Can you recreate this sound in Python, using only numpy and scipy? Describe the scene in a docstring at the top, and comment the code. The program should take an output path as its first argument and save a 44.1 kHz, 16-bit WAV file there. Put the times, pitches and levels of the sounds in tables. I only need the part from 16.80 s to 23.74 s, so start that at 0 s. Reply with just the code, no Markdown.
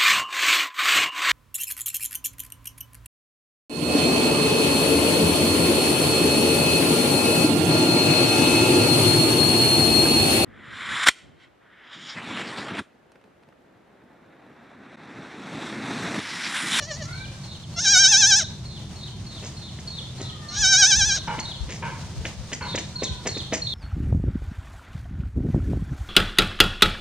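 """Goat kid in a farmyard

A goat kid gives one soft stuttering bleat and two loud quavering ones, made of vocal pulses and rasp
shaped by throat resonances; its hooves press into dirt and dry litter, made of bursts of tiny fractures.
A chick peeps in two even runs and small birds chirp (gliding tones), far animals call (a few partials),
and something knocks on distant wood (fractures through resonances).
Under it lie a low rumble, a thin outdoor hiss, a faint wavering and wind puffs, mostly shaped noise."""
import sys
import numpy as np
from scipy import signal
from scipy.fft import rfft, irfft, next_fast_len
from scipy.io import wavfile
from scipy.ndimage import uniform_filter1d, map_coordinates

SR = 44100
rng = np.random.default_rng(int(sys.argv[2]) if len(sys.argv) > 2 else 0)


def digitize_waveform(pressure):
    """Quantize a signal to 16-bit integers and store it at the path in sys.argv[1].

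    Rows of a 2-D input are taken as channels; values are limited to [-1, 1].
    """
    field = np.atleast_2d(pressure).T
    bounded = np.clip(field, -1, 1)
    quanta = np.round(bounded * 32767).astype(np.int16)
    wavfile.write(sys.argv[1], SR, quanta)


N = 306009
TIME = np.arange(N) / SR
SIZE = next_fast_len(N + SR, True)   # room for a second of echo
FREQS = np.maximum(np.arange(SIZE // 2 + 1) * SR / SIZE, 1)
OPPOSITE = np.array([[1], [-1]])   # added to the left, taken from the right


def from_db(db):
    """Decibels to gain."""
    return 10 ** (np.asarray(db) / 20)


def rms_one(x):
    """Scale to unit rms."""
    return x / np.sqrt(np.mean(x ** 2) + 1e-20)


def in_time(rows):
    """Each column of a table joined by straight lines over time."""
    s, *columns = np.transpose(rows)
    return [np.interp(TIME, s, column) for column in columns]


def fade_ends(t, start, end):
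    """1 inside a call, 0 outside, with 6 ms ramps at both ends."""
    return np.clip(np.minimum(t - start, end - t) / .006, 0, 1)


def glide(rows, t):
    """Pitch and gains of a call, curving smoothly through its rows; the gains are silent outside it."""
    s, hz, *levels = np.array(rows, float).T
    row_numbers = np.arange(len(s))
    place = np.interp(t, s, row_numbers)
    pitch = map_coordinates(hz, [place], order=3, mode="nearest")
    eased = place - 0.41 * np.sin(2 * np.pi * place) / (2 * np.pi)   # lingers near each row
    sounding = fade_ends(t, s[0], s[-1])
    return [pitch] + [from_db(np.interp(eased, row_numbers, db)) * sounding for db in levels]


def at_hz(points):
    """A table of (frequency, value) read on a log-frequency axis."""
    hz, value = np.transpose(points)
    return np.interp(np.log(FREQS), np.log(hz), value)


def resonances(modes):
    """Response in dB of a set of steep-sided resonances, their powers added."""
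    power = 0
    for hz, width, db in modes:
        power = power + from_db(db) ** 2 / (1 + (2 * (FREQS - hz) / width) ** 2) ** 2
    return 10 * np.log10(power)


def colour(x, response_db):
    """Filter without pre-echo (minimum phase) that keeps the power of white noise."""
    gain = rms_one(from_db(response_db))
    cepstrum = irfft(np.log(gain), SIZE)
    cepstrum[1:SIZE // 2] *= 2
    cepstrum[SIZE // 2 + 1:] = 0
    return irfft(rfft(x, SIZE) * np.exp(rfft(cepstrum)), SIZE)[..., :N]


def drift(rate):
    """Random wandering of rms 1, smoothed above a rate in Hz."""
    smooth = rfft(rng.standard_normal(SIZE)) / (1 + (FREQS / rate) ** 2)
    return rms_one(irfft(smooth, SIZE)[:N])


# how alike noise is in the two channels: (frequency [Hz], likeness [0-1])
CHANNEL_LIKENESS = [(30, .9), (100, .98), (300, .94), (800, .8), (2000, .68), (3500, .4), (5500, 0),
                    (14000, 0)]


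def stereo_noise(spectrum, likeness=CHANNEL_LIKENESS):
    """Coloured noise of rms 1, more or less alike in the two channels."""
    alike = np.clip(at_hz(likeness), 0, 1)
    mid, side = rfft(rng.standard_normal((2, SIZE)))
    both = np.sqrt(1 + alike) * mid + np.sqrt(1 - alike) * side * OPPOSITE
    return rms_one(irfft(both * from_db(at_hz(spectrum)), SIZE)[:, :N])


def swell(start, length):
    """A quick rise and a slower fall; the peak, of height 1, comes a third of the length in."""
    u = np.clip((TIME - start) / length * 3, 0, 30)
    return (u * np.exp(1 - u)) ** 1.55


def yard(x, t60, delay, width):
    """Diffuse scatter from fences, brushwood and walls: builds up over delay s, falls 60 dB in t60 s."""
    t = np.arange(SR) / SR
    mid, side = rng.standard_normal((2, SR))
    tail = (mid + width * side * OPPOSITE) * from_db(-60 * t / t60) * np.clip(t / delay, 0, 1) ** 2
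    return irfft(rfft(x, SIZE) * rfft(rms_one(tail) / np.sqrt(SR), SIZE), SIZE)[:, :N]


def grains(per_s, spread_db):
    """Tiny fractures of uneven size that come in clumps; rms 1."""
    sizes = from_db(spread_db * np.minimum(rng.exponential(1, N), 3)) * rng.choice([-1, 1], N)
    clumps = from_db(2.5 * np.clip(drift(110), -2, 2))
    return rms_one(sizes * clumps * (rng.random(N) < per_s / SR))


# tone of the far rumble: (frequency [Hz], level [dB])
RUMBLE_TONE = [(13, -53), (22, -34), (29, -37), (37, -12), (81, 1.5), (136, 3.5), (182, -3.5), (200, -3),
               (232, -9.5), (262, -16.5), (400, -17.5), (520, -79), (880, -120)]


def rumble():
    """Low noise whose level wanders a little while it grows slowly."""
    start_db, rise_db_per_s = -38, .15
    return from_db(start_db + rise_db_per_s * TIME + 1.2 * drift(2.7)) * stereo_noise(RUMBLE_TONE)


# tone of the outdoor hiss: (frequency [Hz], level [dB])
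HISS_TONE = [(200, 5), (330, -1.5), (600, 3.5), (1000, 1), (1500, -3.5), (2500, -4), (4000, -.5),
             (6500, -2.5), (8000, -9), (9400, -8.5), (10000, -22), (15500, -28)]
# course of the hiss under its wandering: (time [s], level [dB])
HISS_LEVEL = [(0, -45.5), (1.8, -47.5), (3.3, -45.5), (4.6, -44), (6.9, -45)]


def hiss():
    """Thin noise of the outdoor air, wandering around a slow course."""
    return from_db(in_time(HISS_LEVEL)[0] + 1.6 * drift(14)) * stereo_noise(HISS_TONE)


def low_mid_wavering():
    """Twelve faint tones, weaker when higher, that waver at random on their own."""
    pitches = np.geomspace(260, 1100, 12) * rng.uniform(.95, 1.05, 12)
    wavering = 0
    for hz in pitches:
        strength = from_db(3 * drift(7)) * drift(25) * (pitches[0] / hz) ** .6
        wavering = wavering + strength * np.sin(2 * np.pi * hz * TIME)
    return from_db(-61.5) * wavering


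# wind puffs, before the left-right balance: (start [s], length [s], level [dB])
WIND_PUFFS = [(3.781, 0.084, -28), (4.151, 0.16, -29), (4.8, 0.08, -25), (5.353, 0.12, -33),
              (5.57, 0.074, -39), (6.3, 0.048, -25)]
# tone of the wind: (frequency [Hz], level [dB])
WIND_TONE = [(20, -36), (42, -5), (65, 7), (110, -10), (300, -48), (1000, -110)]
# each microphone port is buffeted on its own: (frequency [Hz], likeness [0-1])
WIND_LIKENESS = [(20, 0), (300, 0)]


def wind():
    """Low noise buffets the microphone in puffs, with a light breeze that stays between them."""
    breeze_from_s, breeze_db = 3.6, -51
    puffs = sum(from_db(db) * swell(s, length) for s, length, db in WIND_PUFFS)
    breeze = from_db(breeze_db + 3 * drift(3)) * np.clip((TIME - breeze_from_s) / .2, 0, 1)
    balance = from_db([[2.5], [-3]])   # stronger on the left
    return (puffs + breeze) * stereo_noise(WIND_TONE, WIND_LIKENESS) * balance


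def background():
    """The steady bed of the yard: rumble, hiss, wavering and wind."""
    return rumble() + hiss() + low_mid_wavering() + wind()


# one list per call, pitch being that of the silent fundamental: (time [s], pitch [Hz], level [dB])
FAR_CALLS = [
    [(.25, 659, -51), (.32, 747, -52), (.39, 775, -48), (.46, 800, -58.5), (.6, 768, -65), (.72, 760, -68)],
    [(3.38, 651, -62), (3.52, 623, -59), (3.68, 596.4, -56), (3.74, 590, -57)],
    [(6.1, 468, -66), (6.2, 509, -55), (6.3, 505, -55), (6.42, 479, -64)],
]
# partials of a far call: (multiple of the pitch [-], level [dB])
FAR_PARTIALS = [(2, 3), (3, -2), (5, -11), (7, -23)]


def far_animals():
    """Smooth gliding calls of a few partials, blurred by distance."""
    calls = 0
    for rows in FAR_CALLS:
        pitch, gain = glide(rows, TIME)
        phase = 2 * np.pi * np.cumsum(pitch) / SR
        calls = calls + gain * sum(from_db(db) * np.sin(k * phase) for k, db in FAR_PARTIALS)
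    return calls + from_db(7.5) * yard(calls, t60=0.33, delay=0.019, width=0.82)


# distant blows: (time [s], level [dB])
KNOCKS = [(4.472, -26.5), (5.022, -26.5), (5.805, -29.5)]
# resonances of the wood: (frequency [Hz], width [Hz], level [dB])
WOOD = [(158, 74, 2.5), (447, 1100, -13), (948, 135, 1.5), (1510, 270, -6.5), (2206, 530, -11),
        (2940, 550, -19.5)]


def knocks():
    """Far blows set wood ringing, drawn out by the yard."""
    blows = sum(from_db(db) * swell(s, 0.031) for s, db in KNOCKS)
    wood = colour(blows * grains(4000, 2.0), resonances(WOOD))
    return wood + from_db(4.5) * yard(wood, t60=0.62, delay=0.016, width=0.32)


# thin falling chirps: (time [s], starting pitch [Hz], level [dB])
CHIRPS = [(.829, 3800, -42.5), (1.68, 6000, -46), (4.462, 6400, -40.5), (4.74, 3700, -41),
          (4.95, 6600, -40), (6.03, 5900, -44), (6.51, 6500, -41)]


def small_birds():
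    """Short whistles of 29 ms, each sliding down by about a quarter."""
    song = 0
    for s, hz, db in CHIRPS:
        progress = np.clip((TIME - s) / 0.029, 0, 1)
        phase = 2 * np.pi * np.cumsum(hz * (1 - 0.27 * progress)) / SR
        song = song + from_db(db) * np.sin(np.pi * progress) * np.sin(phase)
    return song + from_db(-16) * yard(song, t60=.35, delay=0.032, width=1.0)


# runs of evenly spaced peeps: (first [s], until [s], interval [s], level at first [dB], level at until [dB])
PEEP_RUNS = [(.323, 4.7, .3052, -45.5, -39.5), (5.819, 6.9, .3315, -39, -34)]


def peeps():
    """Time and level of every peep; each run grows steadily louder."""
    moments = []
    for first, until, interval, first_db, last_db in PEEP_RUNS:
        for s in np.arange(first, until, interval):
            moments.append((s, np.interp(s, [first, until], [first_db, last_db])))
    return moments


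# one peep, a clear pip, a buzzy middle and a fall; the buzz depth is scaled again when played:
# (time from its start [s], pitch [Hz], level [dB], buzz depth [dB])
PEEP = [(0, 4448, -15, -50), (.008, 4290, 7, -40), (.02, 4260, 3.5, -43), (.028, 4200, -12, -40),
        (.06, 3950, .5, -25), (.1, 3950, 3, -25), (.122, 3400, 3, -36), (.142, 2750, -10, -54)]


def chick():
    """A falling peep again and again, buzzing by fast pitch wobble, with strong reflections."""
    song = np.zeros(N)
    t = np.arange(SR // 5) / SR
    pitch, gain, buzz = glide(PEEP, t)
    for s, db in peeps():
        detune, trill = rng.standard_normal(2)   # no two peeps quite alike
        wobble = 1.7 * buzz * np.sin(2 * np.pi * (170 + 20 * trill) * t)
        phase = 2 * np.pi * np.cumsum(pitch * (1 + 0.00572 * detune + wobble)) / SR
        at = int(s * SR)
        song[at:at + len(t)] += (from_db(db) * gain * np.sin(phase))[:N - at]
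    song = song * from_db(3.6 * drift(38))
    return song + from_db(-0.5) * yard(song, t60=0.58, delay=0.026, width=1.0)


# hooves pressing into dirt and litter:
# (time [s], length [s], force [dB], crunch of clods relative to the force [dB])
STEPS = [(2.615, .072, -39.5, -5), (2.98, .02, -41.5, -7), (3.392, .04, -37, -9), (4.58, .019, -29, -4),
         (4.877, .082, -38, 1), (5.442, .037, -37.5, 4), (5.714, .031, -29, -2.5), (5.94, .023, -28, -3),
         (5.968, .033, -30.5, -2), (6.216, .029, -25.5, -7), (6.452, .038, -25.5, -4),
         (6.562, .022, -34, -7), (6.717, .048, -24.5, -4.5)]
# tone of the soil: (frequency [Hz], level [dB])
THUD = [(80, -22), (200, -1), (400, -2.5), (650, -5.5), (1000, -14.5), (1500, -24), (4000, -30),
        (12000, -70)]
# tone of the crushed clods: (frequency [Hz], level [dB])
CRUNCH = [(500, -9), (1200, -10), (1900, 7), (3000, 2), (4000, -4), (6000, -39), (12000, -55)]
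# tone of the dry stalks: (frequency [Hz], level [dB])
CRACKLE = [(2500, -47), (4800, 3), (6800, 8), (8500, -8.5), (11000, -26), (15000, -41)]


def hooves():
    """Each hoof thuds on the soil, crushes clods and then snaps dry stalks."""
    clods_lag_s, stalks_lag_s, stalks_db = .003, .012, -2.5
    thud = sum(from_db(db) * swell(s, length) for s, length, db, _ in STEPS)
    crunch = sum(from_db(db + clods_db) * swell(s + clods_lag_s, length)
                 for s, length, db, clods_db in STEPS)
    crackle = sum(from_db(db + stalks_db) * swell(s + stalks_lag_s, length) for s, length, db, _ in STEPS)
    # the herd shifts on the litter, fading in over 5 s
    stirring = from_db(-65.5 + 2.22 * drift(3.46)) * np.clip(TIME / 5, 0, 1)
    soil = colour(thud * grains(1500, 0.94), at_hz(THUD))
    clods = colour(crunch * grains(1100, 1.8), at_hz(CRUNCH))
    stalks = colour(crackle * grains(1300, 2.3) + stirring * grains(410, 10.0), at_hz(CRACKLE))
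    steps = soil + clods + stalks
    return steps + from_db(-9) * yard(steps, t60=0.36, delay=0.022, width=0.87)


def quaver(course, shake, thinning):
    """Pitch and gains of one bleat: each shake of the throat lifts the pitch and thins the voice."""
    pitch, depth, effort = in_time(course)
    crest, rate, body_db = shake
    body_loss, edge_loss, lead = thinning
    lift, early_lift = (depth * np.cos(np.pi * rate * (TIME + ahead - crest)) ** 2 for ahead in (0, lead))
    sounding = fade_ends(TIME, course[0][0], course[-1][0])
    body = sounding * from_db(effort + body_db - body_loss * early_lift)
    edge = sounding * from_db(effort - edge_loss * lift)
    return pitch + lift, body, edge


def even(x):
    """Level out the loudness over about 8 ms."""
    return x / np.sqrt(uniform_filter1d(x ** 2, size=350) + 1e-12)


# the voice breaks where a loud bleat starts or stops: (time [s], half length [s], added roughness [0-1])
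BREAKS = [(1.015, .009, .26), (1.048, .011, .42), (1.618, .016, .34), (3.748, .028, .65),
          (4.374, .017, .36)]


def bleat(calls, throat, hoarse, jitter, shimmer_db):
    """Vocal pulses and pulsed turbulence pass the throat; body and bright edge get their own gains."""
    edge_hz = 4400   # the body lies below, the bright edge above
    tracks = np.array(calls)
    strongest = tracks[:, 1].argmax(0)
    pitch = tracks[strongest, 0, np.arange(N)]
    body, edge = tracks[:, 1:].sum(0)
    breaking = sum(size * np.exp(-((TIME - s) / half) ** 2) for s, half, size in BREAKS)
    rough = np.clip(hoarse + breaking, 0, 1)
    unsteady = 1 + (jitter + 0.0098 * rough) * drift(158)
    phase = 2 * np.pi * np.cumsum(pitch * unsteady) / SR
    flicker = from_db(2 * drift(30))   # shifted so each partial flutters at moments of its own
    pulses = rms_one(sum(np.roll(flicker, k * SR // 7) * np.cos(k * phase) for k in range(1, 19)))
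    turbulence = rng.standard_normal(N) * (1 + 0.23 * np.cos(phase))
    bright = signal.butter(2, 3500, "high", fs=SR, output="sos")
    turbulence = signal.sosfilt(bright, turbulence)   # the rasp is bright
    voice = colour((1 - rough) * pulses + 1.9 * rough * turbulence, resonances(throat))
    low = signal.sosfiltfilt(signal.butter(8, edge_hz, fs=SR, output="sos"), voice)
    return (body * even(low) + edge * even(voice - low)) * from_db(shimmer_db * drift(47))


# course of each bleat under its quaver: (time [s], pitch [Hz], quaver depth [Hz], effort [dB])
FIRST_BLEAT = [(.958, 676, 0, -43), (.993, 686, 135, -23.5), (1.04, 798, 120, -23), (1.1, 752, 85, -14.8),
               (1.166, 735, 45, -14.3), (1.235, 750, 58, -13.3), (1.288, 767, 131, -13.6),
               (1.441, 775, 113, -13.8), (1.585, 762, 111, -14.8), (1.638, 590, 46, -33)]
SECOND_BLEAT = [(3.68, 640, 0, -51), (3.745, 720, 40, -37), (3.765, 820, 70, -30), (3.815, 755, 105, -17.8),
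                (3.89, 752, 32, -18), (4.03, 749, 96, -13), (4.08, 762, 126, -14.7), (4.232, 774, 114, -19),
                (4.358, 785, 50, -23.5), (4.392, 580, 0, -35)]
SOFT_BLEAT = [(0, 575, 70, -38.5), (.13, 570, 85, -35), (.24, 571, 110, -36), (.3, 560, 90, -42)]   # mouth nearly shut
# steady shaking of the throat: (time of one crest [s], rate [Hz], body above effort [dB])
FIRST_QUAVER = (1.304, 10.85, -3)
SECOND_QUAVER = (4.089, 10.76, -2.1)
SOFT_QUAVER = (.086, 9.8, .5)
# the voice thins as the quaver lifts the pitch, its body first:
# (body loss [dB per Hz of lift], bright edge loss [dB per Hz of lift], body's lead [s])
OPEN_THINNING = (.108, .03, .005)
SHUT_THINNING = (.16, .19, .018)
# throat and mouth resonances: (frequency [Hz], width [Hz], level [dB])
OPEN_THROAT = [(596, 106, 2), (850, 780, -19.5), (1540, 250, 2), (2256, 460, -7), (3107, 650, -3.5),
               (3817, 295, 4.5), (4800, 610, -2.5), (5566, 380, 8.5), (6273, 690, 5), (7130, 400, -7.5),
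               (8100, 1350, -17.5), (11300, 900, -70)]
SHUT_THROAT = [(575, 250, 2.5), (1140, 240, -9), (1880, 440, 2.5), (3080, 830, -5.5), (4340, 460, 2.5),
               (5630, 940, -1), (6700, 790, -4)]
# echoes of the ground and things near the kid: (left delay [s], right delay [s], level [dB])
NEAR_ECHOES = [(.00142, .0013, -18), (.0026, .00245, -20), (.0095, .0097, -21), (.0109, .0108, -20)]
# bands of a bleat that linger in the yard: (frequency [Hz], width [Hz], level [dB])
LINGERING = [(1580, 250, 4), (3900, 700, 4), (5000, 9000, 0)]
# the two microphone ports hear the kid a little differently: (frequency [Hz], left minus right [dB])
KID_BALANCE = [(800, 0), (1550, -3.5), (2300, -0.5), (3700, 3.5), (4600, 0.5), (9000, 0)]


def kid():
    """The bleats arrive directly, by near echoes and faintly from the yard."""
    loud = [quaver(FIRST_BLEAT, FIRST_QUAVER, OPEN_THINNING),
            quaver(SECOND_BLEAT, SECOND_QUAVER, OPEN_THINNING)]
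    soft = [quaver(SOFT_BLEAT, SOFT_QUAVER, SHUT_THINNING)]
    voice = bleat(loud, OPEN_THROAT, hoarse=.07, jitter=.0028, shimmer_db=.6)
    voice = voice + bleat(soft, SHUT_THROAT, hoarse=.22, jitter=0.0039, shimmer_db=2.4)
    echoes = 0
    for left, right, db in NEAR_ECHOES:
        delayed = np.array([np.interp(TIME - lag, TIME, voice) for lag in (left, right)])
        echoes = echoes + from_db(db) * delayed
    lingering = colour(voice, resonances(LINGERING))
    scatter = from_db(-25) * yard(lingering, t60=.55, delay=.012, width=.9)
    balance = from_db(at_hz(KID_BALANCE) * OPPOSITE / 2)
    return irfft(rfft(voice + echoes + scatter, SIZE) * balance, SIZE)[:, :N]


def from_the_right(x):
    """Sound from the right reaches the left port a moment (45 microseconds) later."""
    return np.array([np.interp(TIME - 4.5e-5, TIME, x[0]), x[1]])


def scene():
    """The whole farmyard, with all but the background and the kid's voice lying to the right."""
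    to_the_right = far_animals() + knocks() + small_birds() + chick() + hooves()
    return background() + from_the_right(to_the_right) + kid()


def record(dry):
    """The treble above 15.7 kHz is cut steeply."""
    return signal.sosfilt(signal.ellip(10, .1, 80, 15700, fs=SR, output="sos"), dry)


dry = scene()
out = record(dry)
digitize_waveform(out)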